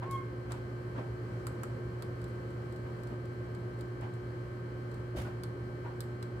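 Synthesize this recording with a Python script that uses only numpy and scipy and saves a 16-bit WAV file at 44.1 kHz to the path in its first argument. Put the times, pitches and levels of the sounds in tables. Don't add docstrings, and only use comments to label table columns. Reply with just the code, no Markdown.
import sys
import numpy as np
from scipy import signal
from scipy.fft import rfft, irfft, next_fast_len
from scipy.io import wavfile
from scipy.ndimage import map_coordinates

SR = 44100
rng = np.random.default_rng(int(sys.argv[2]) if len(sys.argv) > 2 else 0)


def nominal_scale(level):
    x = np.asarray(level, float) / 20
    return 10 ** x


def waveform_to_disk(signal):
    frames = np.transpose(np.atleast_2d(signal))
    scaled = np.clip(frames, -1, 1) * 32767
    samples = np.round(scaled).astype(np.int16)
    wavfile.write(sys.argv[1], SR, samples)


N = 282240


def along(points, hz):
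    f, v = np.transpose(points)
    return np.interp(np.log(hz + 1), np.log(f + 1), v)


def wobble(knots_per_s):
    knots = rng.standard_normal(int(N * knots_per_s / SR) + 4)
    return map_coordinates(knots, [np.arange(N) * knots_per_s / SR])


def filtered(x, response):
    m = next_fast_len(x.shape[-1] + 8192)
    spectrum = rfft(x, m) * response(np.fft.rfftfreq(m, 1 / SR))
    return irfft(spectrum, m)[..., :x.shape[-1]]


def diffuse(density, size):
    # f/Hz, correlation (-1..1)
    likeness = [(60, 1), (130, 0.99), (290, 0.91), (640, 0.42), (1410, -0.17), (3100, -0.11), (6820, 0.096),
                (15000, -0.0079)]

    def mid_side_gain(hz):
        angle = np.arccos(np.clip(along(likeness, hz), -1, 1)) / 2
        return np.sqrt(SR / 2) * nominal_scale(along(density, hz)) * [np.cos(angle), np.sin(angle)]

    mid, side = filtered(rng.standard_normal((2, size)), mid_side_gain)
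    return np.array([mid + side, mid - side])


def modes(table):
    def response(f):
        total = 0
        for k, (centre_hz, width_hz, db) in enumerate(table):
            damping = 1j * f * width_hz
            total = total + (-1) ** k * nominal_scale(db) * damping / (centre_hz ** 2 - f * f + damping)
        return total
    return response


def echo(x, decay, gap_s):
    hz, t, z = signal.stft(rng.standard_normal((2, SR // 3)), SR, nperseg=128)
    fade = nominal_scale(-60 * t / along(decay, hz)[:, None])
    tail = signal.istft(z * fade, SR, nperseg=128)[1]
    late = np.pad(x, (round(gap_s * SR), 0))[None]
    return signal.fftconvolve(late, tail / np.linalg.norm(tail[0]), axes=1)[:, :len(x)]


def tone(phase, left_db, right_db, lead_rad):
    left = nominal_scale(left_db) * np.cos(phase + lead_rad)
    right = nominal_scale(right_db) * np.cos(phase)
    return np.sqrt(2) * np.array([left, right])


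def machines():
    # mains multiple, left level/dB, right level/dB, left lead/rad
    buzz = [(2, -43, -41, 0), (4, -65, -60, -.4), (6, -47, -49, .5), (10, -61, -71, 2.1),
            (14, -68, -71, 2.2), (18, -74, -63, -1.2), (21, -70, -71, 2.7), (22, -59, -62, -3),
            (25, -70, -76, -.9), (26, -60, -66, -1.2), (27, -75, -76, .7), (30, -68, -81, -.9),
            (34, -69, -73, 1.9), (38, -71, -78, 1), (50, -87, -78, -.5), (54, -84, -78, 2.1),
            (69, -83, -98, -1.5), (70, -78, -86, .3), (75, -85, -85, .7)]
    # f/Hz, level/dB
    faint_outline = [(720, -74), (1700, -78), (2300, -87), (2800, -85.5), (3250, -87), (3500, -99),
                     (4300, -90), (6100, -103.5)]
    # mains multiple, shaft orders away, level/dB
    side_tones = [(2, 1, -66), (2, 2, -65), (6, -2, -67), (6, -1, -67), (6, 1, -66)]
    # [(shaft order, level/dB)]
    motors = [(57.5, -.5, [(1, -63), (2, -64.5), (4, -66.5), (5, -59.5), (9, -65)]),
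              (58.17, -3.1, [(3, -66), (14, -75), (15, -76.5), (16, -77), (27, -81.5)]),
              (58.0, -.5, [(20, -79), (21, -71.5), (22, -73)])]
    # f/Hz, level/dB
    drones = [(65.5, -60), (70.6, -64.5), (98.9, -60.5), (145.6, -65.5), (166.5, -64.5), (333, -66.5),
              (388.5, -66), (444, -66.5), (532.2, -68.5)]
    # f/Hz, mean level/dB, t of a swell/s
    fan = (111.65, -52, .023)
    mains_hz = 59.946
    shaft_hz = mains_hz / 8
    faint_scatter_db = 3

    t = np.arange(N) / SR
    loud = [row[0] for row in buzz]
    faint = []
    for k in range(12, 103):
        if k not in loud and (k % 2 == 0 or k > 18):
            ports_db = along(faint_outline, k * mains_hz) + faint_scatter_db * rng.standard_normal(2)
            faint.append((k, *ports_db, rng.uniform(0, 2 * np.pi)))

    out = np.zeros((2, N))
    for k, *ports in buzz + faint:
        depth_rad = .009 * k
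        start = rng.uniform(0, 2 * np.pi) * (k > 2)
        shaft = 2 * np.pi * shaft_hz * t + rng.uniform(0, 2 * np.pi)
        phase = 2 * np.pi * k * mains_hz * t + start + depth_rad * np.sin(shaft)
        out += (1 + .5 * depth_rad * np.cos(shaft)) * tone(phase, *ports)

    lines = [(hz * k, db, lead * hz * k / 1000) for hz, lead, orders in motors for k, db in orders]
    lines += [(hz, db, 0) for hz, db in drones]
    lines += [(k * mains_hz + away * shaft_hz, db, 0) for k, away, db in side_tones]
    for hz, db, lead in lines:
        phase = 2 * np.pi * hz * t + rng.uniform(0, 2 * np.pi) + 0.16 * wobble(1.35)
        out += tone(phase, db, db, lead)

    hz, db, swell_s = fan
    phase = 2 * np.pi * (hz * t + (2 * mains_hz - hz) * swell_s) + 0.56 * wobble(1.49)
    return out + nominal_scale(3.1 * wobble(2.32)) * tone(phase, db, db, 0)


def air():
    # f/Hz, density/(dB/Hz)
    rush = [(30, -95), (45, -93), (62, -69), (110, -73.5), (170, -73), (290, -76.5), (350, -74),
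            (550, -78.5), (700, -87), (1000, -88), (1500, -89.5), (2200, -96.5), (2700, -105), (3300, -106),
            (3600, -111), (3850, -105), (4300, -104), (4900, -107), (6500, -112), (8700, -113),
            (9300, -117), (15200, -120), (15600, -140)]
    drift_db = .7 * wobble(.75) + .6 * wobble(6)
    return nominal_scale(drift_db) * diffuse(rush, N)


def scuffs():
    # t of peak/s, rise/s, density/(dB/Hz) of thud, body, hiss
    rubs = [(.03, .011, -86, -72, -114), (.52, 0.039, -85, -78.5, -106), (.99, 0.063, -70.5, -74, -114),
            (2.87, 0.048, -70, -83, -120), (3.121, 0.043, -67.5, -83, -120), (4.04, .05, -79, -74.5, -115),
            (5.185, .035, -65.5, -76, -93.5), (5.265, .03, -69, -77.5, -112),
            (5.868, 0.039, -95, -72.5, -122)]
    band_hz = [250, 900, 8000]
    # t of peak/s, density/(dB/Hz) for all three bands
    crunch_tails = [(.118, -99), (2.285, -112), (3.085, -113), (4.145, -113)]
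    scuff_t60_s, crunch_t60_s, crunch_rise_s = 0.33, 0.32, .015
    rasp_hz, rasp_db = 1700, 2

    out, t = np.zeros((2, N + SR)), np.arange(SR // 2) / SR
    rows = [(scuff_t60_s, *row) for row in rubs]
    rows += [(crunch_t60_s, s, crunch_rise_s, db, db, db) for s, db in crunch_tails]
    for t60_s, peak_s, rise_s, *dbs in rows:
        attack = np.sin(np.pi / 2 * np.clip(t / rise_s, 0, 1)) ** 2
        decay = nominal_scale(-60 * np.clip(t - rise_s, 0, 1) / t60_s)
        grit = nominal_scale(1.3 * wobble(156)[:len(t)])
        colour = [(40, -120), (70, dbs[0]), *zip(band_hz, dbs), (15000, dbs[-1] - 7)]
        colour.insert(-2, (rasp_hz, along(colour, rasp_hz) + rasp_db))
        start = round((peak_s - rise_s) * SR)
        out[:, start:][:, :len(t)] += attack * decay * grit * diffuse(colour, len(t))
    return out[:, :N]


def thumps():
    # t/s, level/dB of a mode at the contact pitch before its decay, contact f/Hz
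    blows = [(.021, -37.5, 940), (.54, -43.5, 1000), (.985, -36, 647), (5.149, -26, 427), (5.163, -29, 70),
             (5.172, -31.5, 590), (5.251, -45.5, 1460), (5.282, -33.5, 520), (5.862, -45, 1050)]
    # f/Hz, t60/s
    floor = [(67, 0.29), (337, 0.073), (600, 0.033), (970, 0.064), (1460, .12)]
    contact_db_per_oct2 = 34

    out, t = np.zeros(N + SR), np.arange(SR // 2) / SR
    for s, db, contact_hz in blows:
        for hz, t60_s in floor:
            detuning_oct = np.log2(hz / contact_hz)
            level_db = db - contact_db_per_oct2 * detuning_oct ** 2 - 60 * t / t60_s
            onset = 1 - np.exp(-t * hz)
            out[round(s * SR):][:len(t)] += nominal_scale(level_db) * onset * np.sin(2 * np.pi * hz * t)
    return out[:N]


def squeak():
    # t/s, f/Hz, first partial level/dB, second partial level/dB
    track = [(.04, 1025, -55, -74), (.075, 1082, -48, -72), (.1, 1092, -49, -65), (.122, 1095, -42, -60),
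             (.163, 1082, -38.5, -57), (.173, 1070, -52, -57), (.215, 1060, -51, -61),
             (.24, 1062, -58, -74), (.33, 1070, -68, -95)]
    # f/Hz, t60/s
    hall = [(500, .5), (3000, 0.32)]
    third_db = -21
    third_fades = 2

    s, hz, *dbs = np.transpose(track)
    dbs.append(dbs[0] + third_db + third_fades * (dbs[0] - dbs[0].max()))
    t = np.arange(N) / SR
    pitch_hz = np.interp(t, s, hz) * (1 + .004 * wobble(60))
    phase = 2 * np.pi * np.cumsum(pitch_hz) / SR
    direct = np.zeros(N)
    for k, db in enumerate(dbs):
        level = nominal_scale(np.interp(t, s, db, -120, -120))
        direct += level * np.sqrt(2) * np.sin((k + 1) * phase)
    return nominal_scale([[.6], [.9]]) * direct + nominal_scale(-2.5) * echo(direct, hall, gap_s=.012)


def bites():
    # t/s, energy/dB of knock, jaw, pellet, edge
    cracked = [(0.1107, -45, -34, -33, -29), (.5197, -29, -29, -26, -32), (1.4685, -21.5, -28.5, -23, -26),
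               (1.6339, -21.5, -33, -25.5, -28.5), (2.023, -28.5, -29, -31, -32.5),
               (5.4353, -31, -27, -31, -30), (6.0057, -30, -25.5, -25, -24.5),
               (6.2265, -30.5, -29, -32, -35)]
    # t/s, level/dB
    ticks = [(2.2164, -42), (2.2417, -39), (2.5047, -49), (2.7244, -43), (2.7615, -43), (3.0347, -40),
             (3.0723, -43), (3.255, -45.5), (3.549, -41.5), (3.7899, -46), (3.8094, -36.5), (4.0111, -43),
             (4.1383, -45), (4.9153, -45), (4.942, -43)]
    # knock, jaw, pellet, edge /dB
    tick_balance = [-3, 0.5, 1, -3]
    # f/Hz, width/Hz, relative level/dB
    knock = [(1270, 1020, 0)]
    jaw = [(3150, 1000, -7.5), (4430, 990, 3.5)]
    pellet = [(7000, 1300, 2.5), (7730, 990, 8.5)]
    edge = [(9860, 2300, 3), (12400, 4100, -1.5)]
    # f/Hz, t60/s
    nook = [(1000, 0.072), (14000, 0.02)]
    corner = [(1000, 0.69), (5000, 0.28), (14000, 0.22)]
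    # f/Hz, gain/dB
    shade = [(1300, 3), (4000, -2.5), (7000, -6), (10000, -9), (14000, -5)]
    # f/Hz, gain/dB
    facing = [(1300, 1.9), (4000, 0.87), (7000, 1), (10000, 2.5), (14000, 4.1)]

    out, size = np.zeros((2, N + SR)), SR // 4
    events = cracked + [(s, *(db + np.array(tick_balance))) for s, db in ticks]
    for s, *dbs in events:
        cracks = np.zeros(size)
        cracks[0] = 1
        cracks[rng.integers(8, 90, size=4)] = .22 * rng.standard_normal(4)
        rings = [filtered(cracks, modes(resonances)) for resonances in (knock, jaw, pellet, edge)]
        rings[0] = -filtered(rings[0], modes(knock))
        snap = sum(nominal_scale(db) * ring / np.linalg.norm(ring) for db, ring in zip(dbs, rings))
        heard = np.array([snap, np.roll(snap, 14)])
        heard += nominal_scale(-1.5) * echo(snap, nook, gap_s=.001)
        heard += nominal_scale(-8) * echo(snap, corner, gap_s=.004)
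        out[:, round(s * SR):][:, :size] += heard
    return filtered(out[:, :N], lambda hz: nominal_scale([along(shade, hz), along(facing, hz)]))


def scene():
    # f/Hz, right over left/dB
    port_colour = [(2600, 0.5), (3200, 3.5), (3600, -3), (7000, -0.5), (7800, 4.5), (8700, -1), (9400, 3.5),
                   (12000, 2), (15000, 1)]
    port_gain = lambda hz: nominal_scale([0 * hz, along(port_colour, hz)])
    at_ports = machines() + thumps() + squeak() + bites()
    return at_ports + filtered(air() + scuffs(), port_gain)


def roll_off(x):
    return signal.sosfilt(signal.butter(12, 16480, fs=SR, output="sos"), x)


def record(dry):
    rolled = filtered(dry, lambda hz: nominal_scale(np.interp(hz, [15300, 16400], [0, -15])))
    return roll_off(rolled)


dry = scene()
out = record(dry)
waveform_to_disk(out)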